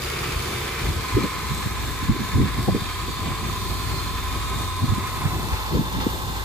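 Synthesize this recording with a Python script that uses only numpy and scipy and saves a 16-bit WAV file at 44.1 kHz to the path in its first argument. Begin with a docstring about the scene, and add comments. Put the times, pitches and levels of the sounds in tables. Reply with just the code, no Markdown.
"""A fast idle with a belt rasp that dies away: a petrol V8 just started on a driveway, sinking to about 670 rpm.
The exhaust hums as sines on the crank orders, uneven knocks ring filters of the block near 1 kHz,
and valve ticks swell the shaped noise of clatter and of belt-and-fan hiss.
Puffs of breeze, short bursts of low noise, buffet the hand-held microphone.
Near the end it turns from the bonnet to the flank of the car."""
import sys
import numpy as np
from scipy import signal
from scipy.fft import rfft, irfft
from scipy.io import wavfile
from scipy.ndimage import uniform_filter1d, map_coordinates

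SR = 44100
rng = np.random.default_rng(int(sys.argv[2]) if len(sys.argv) > 2 else 0)


def wav_record(signal):
    """Record a signal, one row per channel, as 16-bit PCM in the file named by sys.argv[1]."""
    frames = np.transpose(np.atleast_2d(signal))
    bounded = np.clip(frames, -1, 1)
    # unit amplitude maps onto the largest positive 16-bit level
    quanta = np.round(bounded * 32767).astype(np.int16)
    wavfile.write(sys.argv[1], SR, quanta)


N = 284004
TIME = np.arange(N) / SR
HZ = np.maximum(np.arange(N // 2 + 1) * SR / N, 1)
SIDES = np.array([[1], [-1]])  # left, right
IDLE_REV_PER_S, FAST_IDLE_REV_PER_S = 11.2, 14.6


def from_db(db):
    """Decibels to gain."""
    return 10 ** (np.asarray(db) / 20)


def rms_one(x):
    """Scale to unit power."""
    return x / np.sqrt(np.mean(x ** 2) + 1e-20)


def in_time(rows):
    """Each column of a curve at every sample."""
    s, *columns = np.transpose(rows)
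    return [np.interp(TIME, s, column) for column in columns]


def at_hz(points):
    """A table over log frequency at every FFT bin."""
    hz, value = np.transpose(points)
    return np.interp(np.log(HZ), np.log(hz), value)


def drift(rate_per_s):
    """Slow chance with spread 1."""
    knots = rng.standard_normal(1024)
    return np.interp(TIME * rate_per_s, np.arange(len(knots)), knots) * np.sqrt(3 / 2)


def band(x, low_hz, high_hz, order=2):
    """Butterworth band-pass."""
    return signal.sosfilt(signal.butter(order, [low_hz, high_hz], "band", fs=SR, output="sos"), x)


def low_pass(order, cutoff_hz):
    """Butterworth low-pass sections."""
    return signal.butter(order, cutoff_hz, fs=SR, output="sos")


def lag_left(x, lag_s):
    """Delay the left side against the right (a negative lag advances it), reading between samples."""
    fine = signal.resample_poly(x[0], 4, 1)
    left = np.interp((TIME - lag_s) * SR * 4, np.arange(len(fine)), fine)
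    return np.array([left, x[1]])


# likeness of the engine's noise on the two sides: (frequency [Hz], correlation [-1 to 1])
LIKENESS = [(50, 0.58), (170, 0.62), (400, 0.78), (700, .15), (1100, 0.78), (1600, 0.57), (2200, 0.65),
            (3100, 0), (4200, 0.74), (6000, 0)]


def machine_noise(turns, spectrum, repeat, likeness=LIKENESS):
    """Coloured stereo noise of unit power; a share of it repeats with every revolution."""
    grid = np.linspace(0, 1, 4096)
    rows = rng.standard_normal((2, len(grid)))
    cycle = np.array([rms_one(np.interp(turns % 1, grid, row)) for row in rows])
    fresh = rng.standard_normal((2, N))
    mid, side = rfft(np.sqrt(repeat) * cycle + np.sqrt(1 - repeat) * fresh)
    alike = np.clip(at_hz(likeness), -1, 1)
    both = np.sqrt(1 + alike) * mid + np.sqrt(1 - alike) * side * SIDES
    return rms_one(irfft(both * from_db(at_hz(spectrum)), N))


def fast_share(speed):
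    """0 at the settled idle, 1 at the fast idle."""
    return (speed - IDLE_REV_PER_S) / (FAST_IDLE_REV_PER_S - IDLE_REV_PER_S)


def part_level(speed, flank, idle_db, fast_db, arch_db, flank_db):
    """Level in dB of an engine part: idle level plus gains at fast idle, by the wheel arch (halfway) and flank."""
    arch = 4 * flank * (1 - flank)
    return idle_db + fast_db * fast_share(speed) + arch_db * arch + flank_db * flank


def beat_times(turns, positions, jitter_s):
    """When the crank passes each position, a little early or late: one row per revolution."""
    due = np.arange(int(turns[-1]) + 1)[:, None] + positions
    return np.interp(due, turns, TIME, right=-1) + jitter_s * rng.standard_normal(due.shape)


def beats(s, db, spread_db):
    """A click at each time, each a little off in strength."""
    gain = from_db(db + spread_db * rng.standard_normal(s.shape))
    heard = (s > 0) & (s < TIME[-1])
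    return np.bincount((s[heard] * SR).astype(int), gain[heard], N)


def fade(clicks, decay_s):
    """Each click becomes an envelope that dies away; unit power."""
    return rms_one(signal.lfilter([1], [1, -np.exp(-1 / (decay_s * SR))], clicks + 1e-18))


GUST_ROUNDNESS = 1.5


def swell(s, attack_s, release_s):
    """Attack and release with soft skirts."""
    return np.exp(-1.7 * np.abs(s / np.where(s < 0, attack_s, release_s)) ** GUST_ROUNDNESS)


WIDE_BELOW_HZ = 230  # the deepest eddies differ most between the sides


def eddies(bottom_hz, top_hz, knee_share, width, size):
    """Low stereo noise of even loudness between two edges, sloping down from a knee."""
    hz = np.fft.rfftfreq(size, 1 / SR) + 1
    bottom_edge = 1 + (bottom_hz / hz) ** 8
    knee = 1 + (hz / (knee_share * top_hz)) ** 2
    top_edge = 1 + (hz / top_hz) ** 14
    power = 1 / (bottom_edge * knee * top_edge)
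    flow = irfft(rfft(rng.standard_normal((2, size))) * np.sqrt(power))
    mid, side = flow / np.sqrt(uniform_filter1d(flow ** 2, size=SR // 50) + 1e-12)
    side = signal.sosfilt(low_pass(1, WIDE_BELOW_HZ), side)
    return mid + width * side * SIDES


# gusts on the microphone:
# (peak time [s], level [dB], rise [s], fall [s], bottom edge [Hz], top edge [Hz])
GUSTS = [(0.37, -24.5, .04, 0.065, 58, 126), (0.843, -24, 0.024, 0.024, 50, 130),
         (0.896, -19.5, 0.033, 0.04, 55, 159), (0.974, -25.5, 0.038, 0.062, 54.6, 148),
         (1.156, -15.5, 0.029, 0.019, 47.7, 123), (1.175, -15.5, .014, 0.025, 270, 420),
         (1.205, -23.5, 0.077, 0.073, 50, 460), (1.247, -23, 0.02, 0.021, 201, 480),
         (1.44, -31, .025, 0.035, 79.3, 180), (1.518, -25, 0.029, 0.037, 75, 185),
         (1.666, -19, .012, 0.0099, 80.6, 238), (2.026, -27, .017, 0.057, 57.4, 297),
         (2.098, -13, .018, 0.032, 44.7, 292), (2.16, -26.5, 0.039, 0.02, 230, 357),
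         (2.208, -23.5, 0.027, 0.053, 99, 373), (2.365, -14.5, 0.031, 0.02, 60, 218),
         (2.409, -15.5, 0.06, 0.067, 51.3, 384), (2.596, -22, .025, 0.018, 77, 257),
         (2.683, -15.5, .003, .018, 240, 720), (2.686, -12.5, .009, .019, 85, 240),
         (2.726, -18.5, .02, .01, 80, 280), (2.749, -18.5, .011, .033, 100, 450),
         (2.819, -27, .01, 0.017, 66, 163), (3.09, -29, .012, 0.025, 110, 420),
         (3.45, -30.5, 0.035, .04, 90, 260), (4.841, -18, 0.025, 0.021, 88, 253),
         (4.895, -17, .019, .025, 55.3, 140), (4.93, -17, .012, 0.011, 84, 222),
         (4.979, -23.5, 0.014, 0.012, 172, 280), (5.257, -15.5, 0.013, .016, 68.3, 163),
         (5.528, -17.5, .013, 0.017, 51.9, 120), (5.752, -18.5, 0.04, 0.036, 49.7, 497),
         (5.796, -17, 0.015, 0.016, 132, 280), (5.815, -24.5, 0.018, 0.017, 110, 500),
         (5.97, -27, .053, 0.12, 87, 322), (6.067, -18.5, .01, 0.012, 159, 420)]
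FLUTTER_DB, FLUTTER_PER_S = 1, 90  # the gusts break into lumps


def wind(knee_share, width):
    """Each gust swells and dies on the microphone ports, fluttering as it goes."""
    out = np.zeros((2, N))
    size = 16384
    s_from_peak = (np.arange(size) - size / 2) / SR
    for s, db, rise_s, fall_s, bottom_hz, top_hz in GUSTS:
        start = int(s * SR) - size // 2
        gust = swell(s_from_peak, rise_s, fall_s) * eddies(bottom_hz, top_hz, knee_share, width, size)
        out[:, start:start + size] += from_db(db) * gust
    return out * from_db(FLUTTER_DB * drift(FLUTTER_PER_S))


# valve closings of one revolution: (crank position [turns], clatter tick [dB], hiss tick [dB])
TICKS = [(.01, 5, -3), (.2, -15, -6), (.37, 11.5, 1), (.48, 6.5, 17.5), (.61, -2, -7), (.73, 4.5, 11),
         (.85, 5, 16)]


def valve_ticks(turns, tick_db, depth, decay_s, spread_db):
    """Gain that flares up at each valve closing; unit power."""
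    s = beat_times(turns, np.array(TICKS)[:, 0], jitter_s=.0006)
    ticks = uniform_filter1d(fade(beats(s, tick_db, spread_db), decay_s), size=SR // 400)
    return rms_one(np.sqrt(1 + (depth * ticks) ** 2))


# spectrum of the belt-and-fan hiss: (frequency [Hz], relative density [dB per Hz])
HISS = [(1000, 2), (2800, -0.5), (3600, 8.5), (4600, 2.5), (5500, 2), (7000, 1), (8000, 1.5), (9000, -0.5),
        (10500, -3), (11800, -0.5), (13400, -0.5), (14300, 3), (14800, -19), (16000, -30)]
# likeness of the hiss on the two sides: (frequency [Hz], correlation [-1 to 1])
HISS_LIKENESS = [(3000, 0), (4300, 0.055), (5300, 0.019), (7000, 0.45), (8600, 0.5), (9800, 1), (14000, 1)]
# level at the settled idle; gains at fast idle, wheel arch, flank [dB]
HISS_DB = dict(idle_db=-38.5, fast_db=1.5, arch_db=1.5, flank_db=-1.5)
HISS_LAG_S = .000297


def belt_and_fan_hiss(turns, speed, flank):
    """Belts and fan hiss as high noise, in which the valves tick briefly."""
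    level_db = part_level(speed, flank, **HISS_DB) + 0.78 * drift(8)
    noise = machine_noise(turns, HISS, repeat=0.18, likeness=HISS_LIKENESS)
    tick_db = np.array(TICKS)[:, 2]
    return from_db(level_db) * noise * valve_ticks(turns, tick_db, depth=0.31, decay_s=0.0025, spread_db=2.5)


# spectrum of the belt's rasp: (frequency [Hz], relative density [dB per Hz])
RASP = [(900, -13), (1250, 1), (1700, 5.5), (2200, -4), (3000, 4), (3700, -4), (4600, 5), (5600, -1),
        (7000, -6), (10300, -4.5), (14400, -10), (14900, -30)]
RASP_DB, RASP_FALL_DB_PER_S = -36, 8


def belt_rasp(turns, grains_per_s, grain_s, spread_db):
    """Just after the start the belt rasps on its pulleys in tiny slips; this dies away."""
    s = np.cumsum(rng.exponential(1 / grains_per_s, 4096))
    grain = fade(beats(s, 0, spread_db), grain_s)
    noise = machine_noise(turns, RASP, repeat=0.24, likeness=HISS_LIKENESS)
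    return from_db(RASP_DB - RASP_FALL_DB_PER_S * TIME) * grain * noise


# spectrum of the air drawn in: (frequency [Hz], relative density [dB per Hz])
INTAKE = [(150, -24), (270, -8), (345, -3.5), (440, -.5), (540, -13.5), (750, -18), (1500, -51)]
# likeness of the intake on the two sides, clipped to -1..1: (frequency [Hz], correlation)
INTAKE_LIKENESS = [(200, 0), (290, -1.3), (400, 0.71), (700, -0.29)]
# level at the settled idle; gains at fast idle, wheel arch, flank [dB]
INTAKE_DB = dict(idle_db=-49.5, fast_db=13, arch_db=1, flank_db=-12.5)


def air_intake(turns, speed, flank):
    """Drawn-in air rushes as noise, partly repeating each revolution; strongest at the fast idle."""
    noise = machine_noise(turns, INTAKE, repeat=0.44, likeness=INTAKE_LIKENESS)
    return from_db(part_level(speed, flank, **INTAKE_DB)) * noise


# spectrum of the rumble: (frequency [Hz], relative density [dB per Hz])
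RUMBLE = [(15, -34), (25, -22), (35, -12), (50, 3), (75, 1), (130, 2), (200, -4.5), (290, -8), (380, -6),
          (450, -17), (530, -20), (800, -12.5), (1500, -53)]
# level at the settled idle; gains at fast idle, wheel arch, flank [dB]
RUMBLE_DB = dict(idle_db=-33.5, fast_db=-0.5, arch_db=3, flank_db=0)


def engine_rumble(turns, speed, flank):
    """Low noise, partly repeating each revolution, its level wavering."""
    level_db = part_level(speed, flank, **RUMBLE_DB) + 2.74 * drift(14)
    return from_db(level_db) * machine_noise(turns, RUMBLE, repeat=0.23)


PANEL_RIPPLE_DB, PANEL_SPACING_HZ, PANEL_CHANGES_PER_S = 2.3, 40, 1.5


def panel_ripple(hz, s):
    """Small panel modes leave fine peaks and dips, shifting slowly as the hand moves; dB by frequency and time."""
    place = np.meshgrid(hz / PANEL_SPACING_HZ, s * PANEL_CHANGES_PER_S, indexing="ij")
    return PANEL_RIPPLE_DB * map_coordinates(rng.standard_normal((600, 16)), place, order=3, mode="mirror")


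# resonances of covers and brackets, before waver and losses:
# (centre [Hz], width [Hz], height [dB])
COVERS = [(804, 56, 5.5), (1268, 44, 6), (1535, 41, 4.5), (1704, 61, 5.5), (2025, 42, 5.5), (2120, 30, 2),
          (2207, 39, 5), (2410, 68, 2.5), (3130, 41, 4), (3586, 116, 6), (3930, 60, 4), (4226, 71, 7.5),
          (4580, 430, 5.5), (5550, 42, -6), (6810, 115, 6), (7590, 150, 6.5), (8090, 230, 5),
          (8230, 230, 5), (10730, 310, 5)]
# shares of height: waver, loss on the flank, loss at fast idle; share of pitch: wander
COVER_WAVER, COVER_FLANK_LOSS, COVER_FAST_LOSS, COVER_WANDER = 0.3, .21, .45, .008
FLANK_TREBLE_DB, FLANK_TREBLE_HZ = 4.5, 12500  # the flank lets out more of the highest hiss


def covers(x, flank, speed):
    """Covers and brackets colour the sound; each resonance wavers in height and wanders in pitch."""
    hz, s, frames = signal.stft(x, SR, nperseg=2048)
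    along = np.interp(s, TIME, flank)
    fast = np.clip(fast_share(np.interp(s, TIME, speed)), 0, 1)
    treble_db = FLANK_TREBLE_DB / (1 + (FLANK_TREBLE_HZ / (hz + 1)) ** 12)
    gain_db = np.outer(treble_db, along) + panel_ripple(hz, s)
    kept = 1 - COVER_FLANK_LOSS * along - COVER_FAST_LOSS * fast
    for centre_hz, width_hz, db in COVERS:
        share = (1 + COVER_WAVER * np.interp(s, TIME, drift(7))) * kept
        moved_hz = centre_hz * (1 + COVER_WANDER * np.interp(s, TIME, drift(3)))
        gain_db = gain_db + db * share / (1 + (2 * (hz[:, None] - moved_hz) / width_hz) ** 2)
    return signal.istft(frames * from_db(gain_db), SR)[1][:, :N]


# clatter through the grille: (frequency [Hz], relative density [dB per Hz])
GRILLE_CLATTER = [(250, -13), (450, -3), (600, -9.5), (900, 1), (1200, 5), (1450, 0), (1900, 0),
                  (2400, 3.5), (3000, -4), (4500, -8.5), (7000, -15.5), (15000, -43)]
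# clatter out of the wheel arch: (frequency [Hz], relative density [dB per Hz])
ARCH_CLATTER = [(250, -10), (500, 8), (660, 0.5), (850, 9), (1150, 8.5), (1430, 5), (1900, 2.5), (2300, 1),
                (2700, 0), (3100, -1), (3600, 3.5), (4500, -5.5), (5600, -5), (15000, -57)]
# level at the settled idle; gains at fast idle, wheel arch, flank [dB]
CLATTER_DB = dict(idle_db=-38, fast_db=5.5, arch_db=-0.7, flank_db=2)
CLATTER_SWELL_S, CLATTER_SWELL_DB = .32, 3  # initial build-up


def valve_clatter(turns, speed, flank):
    """Noise flaring at the valve closings, through the grille at first, then out of the wheel arch."""
    grille = machine_noise(turns, GRILLE_CLATTER, repeat=0.23)
    arch = machine_noise(turns, ARCH_CLATTER, repeat=0.55)
    missing_db = CLATTER_SWELL_DB * np.maximum(1 - TIME / CLATTER_SWELL_S, 0)
    level_db = part_level(speed, flank, **CLATTER_DB) - missing_db + drift(8.3)
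    noise = np.sqrt(1 - flank) * grille + np.sqrt(flank) * arch
    tick_db = np.array(TICKS)[:, 1]
    return from_db(level_db) * noise * valve_ticks(turns, tick_db, depth=0.7, decay_s=0.023, spread_db=4.5)


# knocks of one revolution: (crank position [turns], settling strength [dB], settled strength [dB])
KNOCKS = [(0.119, 5.5, -5), (.33, -3.5, -7), (0.471, 1.5, -1.5), (0.59, -9, -9), (.705, 1, 2),
          (.87, 3.5, -3.5)]
# ring of the block: (low edge [Hz], high edge [Hz], relative gain [dB])
BLOCK = [(1003.3, 1052, 4), (1085.6, 1112, 0.5), (1203, 1300, -10.5)]
# level of the ring: (time [s], level [dB])
RING_LEVEL = [(0, -57), (.35, -42), (.9, -45), (1.1, -35), (1.35, -35), (1.7, -39), (2.35, -35),
              (2.8, -37.5), (4.6, -32.5), (5.2, -32), (5.55, -34), (6.44, -37.5)]
SETTLED_S, SETTLING_S = 3.65, .4  # middle and length of the shift in accents


def block_ring(turns, rattle, rub, width, evenness):
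    """Uneven knocks, each with a short rattle, and a steady rub excite the block's bands near 1 kHz."""
    positions, early_db, late_db = np.transpose(KNOCKS)
    s = beat_times(turns, positions, jitter_s=.00008)
    settled = np.clip((s - SETTLED_S) / SETTLING_S + .5, 0, 1)
    clicks = beats(s, early_db + settled * (late_db - early_db), spread_db=1.0)
    shake = np.hypot(rattle * fade(clicks, decay_s=0.0034), rub) * rng.standard_normal((2, N))
    drive = rms_one(clicks) + shake[0] + width * shake[1] * SIDES
    ring = sum(from_db(db) * band(drive, low_hz, high_hz) for low_hz, high_hz, db in BLOCK)
    # partly level out the loudness over 1/18 s
    power = uniform_filter1d(np.mean(ring ** 2, axis=0), size=SR // 18) + 1e-12
    return from_db(in_time(RING_LEVEL)[0]) * rms_one(ring / power ** (evenness / 2))


# exhaust hum before pipe boom: (multiple of crank speed, relative level [dB])
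HUM_ORDERS = [(3, -4.5), (4, -16.5), (5, -6), (6, -22), (7, -11), (8, -11.5), (9, -6), (10, -7.5),
              (10.5, -10), (11, -10.5), (13, -23), (21, -17.5), (22, -12.5), (24, -18), (30, -8.5),
              (32, -8.5), (34, -14), (40, -9.5)]
# resonances of the exhaust pipe: (centre [Hz], width [Hz], height [dB])
PIPE = [(59.3, 37, 17.5), (89, 7.3, 15.5)]
# level of the hum: (time [s], level [dB])
HUM_LEVEL = [(0, -33.5), (1.1, -37.5), (1.7, -31), (3, -33), (4, -29.5), (4.7, -31), (5.1, -34),
             (6.44, -30)]


def exhaust_hum(turns, waver_db, waver_rad):
    """Crank orders as sines, wavering with the combustion; those that meet a pipe resonance boom."""
    rev_per_s = np.gradient(turns) * SR
    out, power = 0, 0
    for order, db in HUM_ORDERS:
        order_hz = order * rev_per_s
        boom_db = sum(peak_db / (1 + (2 * (order_hz - hz) / width_hz) ** 2) for hz, width_hz, peak_db in PIPE)
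        gain = from_db(db + boom_db)
        phase = 2 * np.pi * (order * turns + rng.random()) + waver_rad * drift(5.8)
        out = out + gain * from_db(waver_db * drift(6)) * np.sin(phase + 0.5 * SIDES)
        power = power + gain ** 2
    return from_db(in_time(HUM_LEVEL)[0]) * rms_one(out / np.sqrt(power))


# crankshaft speed, sinking from the fast idle: (time [s], speed [rev/s])
CRANK = [(0, 14.56), (.5, 14.62), (1.75, 12.06), (2.25, 12.2), (2.75, 11.03), (4.25, 11.35), (4.5, 11.56),
         (4.75, 10.97), (5.75, 11.4)]
# microphone turns from bonnet to flank: (time [s], lag of the left side [s], flank share [0-1])
TURN = [(0, -.00003, 0), (4.8, -.00005, .05), (5.2, .00009, .5), (5.7, .0002, .95), (6.44, .00022, 1)]


def scene():
    """One crankshaft drives all the engine's parts; the wind blows over them."""
    speed, = in_time(CRANK)
    turns = np.cumsum(speed) / SR
    lag_s, flank = in_time(TURN)
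    gusts = wind(knee_share=.42, width=0.81)
    hiss = lag_left(belt_and_fan_hiss(turns, speed, flank), HISS_LAG_S)
    rasp = lag_left(belt_rasp(turns, grains_per_s=550, grain_s=0.0016, spread_db=1.5), HISS_LAG_S)
    intake = air_intake(turns, speed, flank)
    rumble = engine_rumble(turns, speed, flank)
    clatter = lag_left(valve_clatter(turns, speed, flank), lag_s)
    ring = lag_left(block_ring(turns, rattle=0.57, rub=0.24, width=0.52, evenness=0.58), lag_s)
    hum = exhaust_hum(turns, waver_db=1.8, waver_rad=0.046)
    bonnet = ring + covers(clatter + hiss, flank, speed) + rasp
    return hum + rumble + intake + bonnet * from_db(-.3 * SIDES) + gusts


# SQUEEZE: dB taken off per dB over the threshold
THRESHOLD_DB, SQUEEZE, RECOVERY_DB_PER_S = -17.5, 0.25, 3.5


def gain_control(x):
    """Loud buffets push the gain down; it creeps back up."""
    level_db = 10 * np.log10(uniform_filter1d(np.mean(x ** 2, axis=0), size=SR // 50) + 1e-12)
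    recovery_db = RECOVERY_DB_PER_S * TIME
    wanted_db = SQUEEZE * np.maximum(level_db - THRESHOLD_DB, 0)
    cut_db = np.maximum.accumulate(wanted_db + recovery_db) - recovery_db
    return x * from_db(-cut_db)


LOW_CUT_HZ, CUTOFF_HZ = 33, 15700
PEAK_CEILING = 0.6


def record(dry):
    """Bass starts centred and widens; deepest bass cut; loud peaks ducked and rounded off; top cut."""
    mid, side = dry.mean(axis=0), (dry[0] - dry[1]) / 2
    bass = signal.sosfiltfilt(low_pass(2, 160), side)
    centred = bass * np.interp(TIME, [.7, 1.5], [1, 0])
    both = mid + centred + (side - centred) * SIDES
    both = signal.sosfilt(signal.butter(4, LOW_CUT_HZ, "high", fs=SR, output="sos"), both)
    both = gain_control(both)
    both = both / (1 + (both / PEAK_CEILING) ** 4) ** .25
    return signal.sosfilt(signal.ellip(12, .1, 90, CUTOFF_HZ, fs=SR, output="sos"), both)


dry = scene()
out = record(dry)
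wav_record(out)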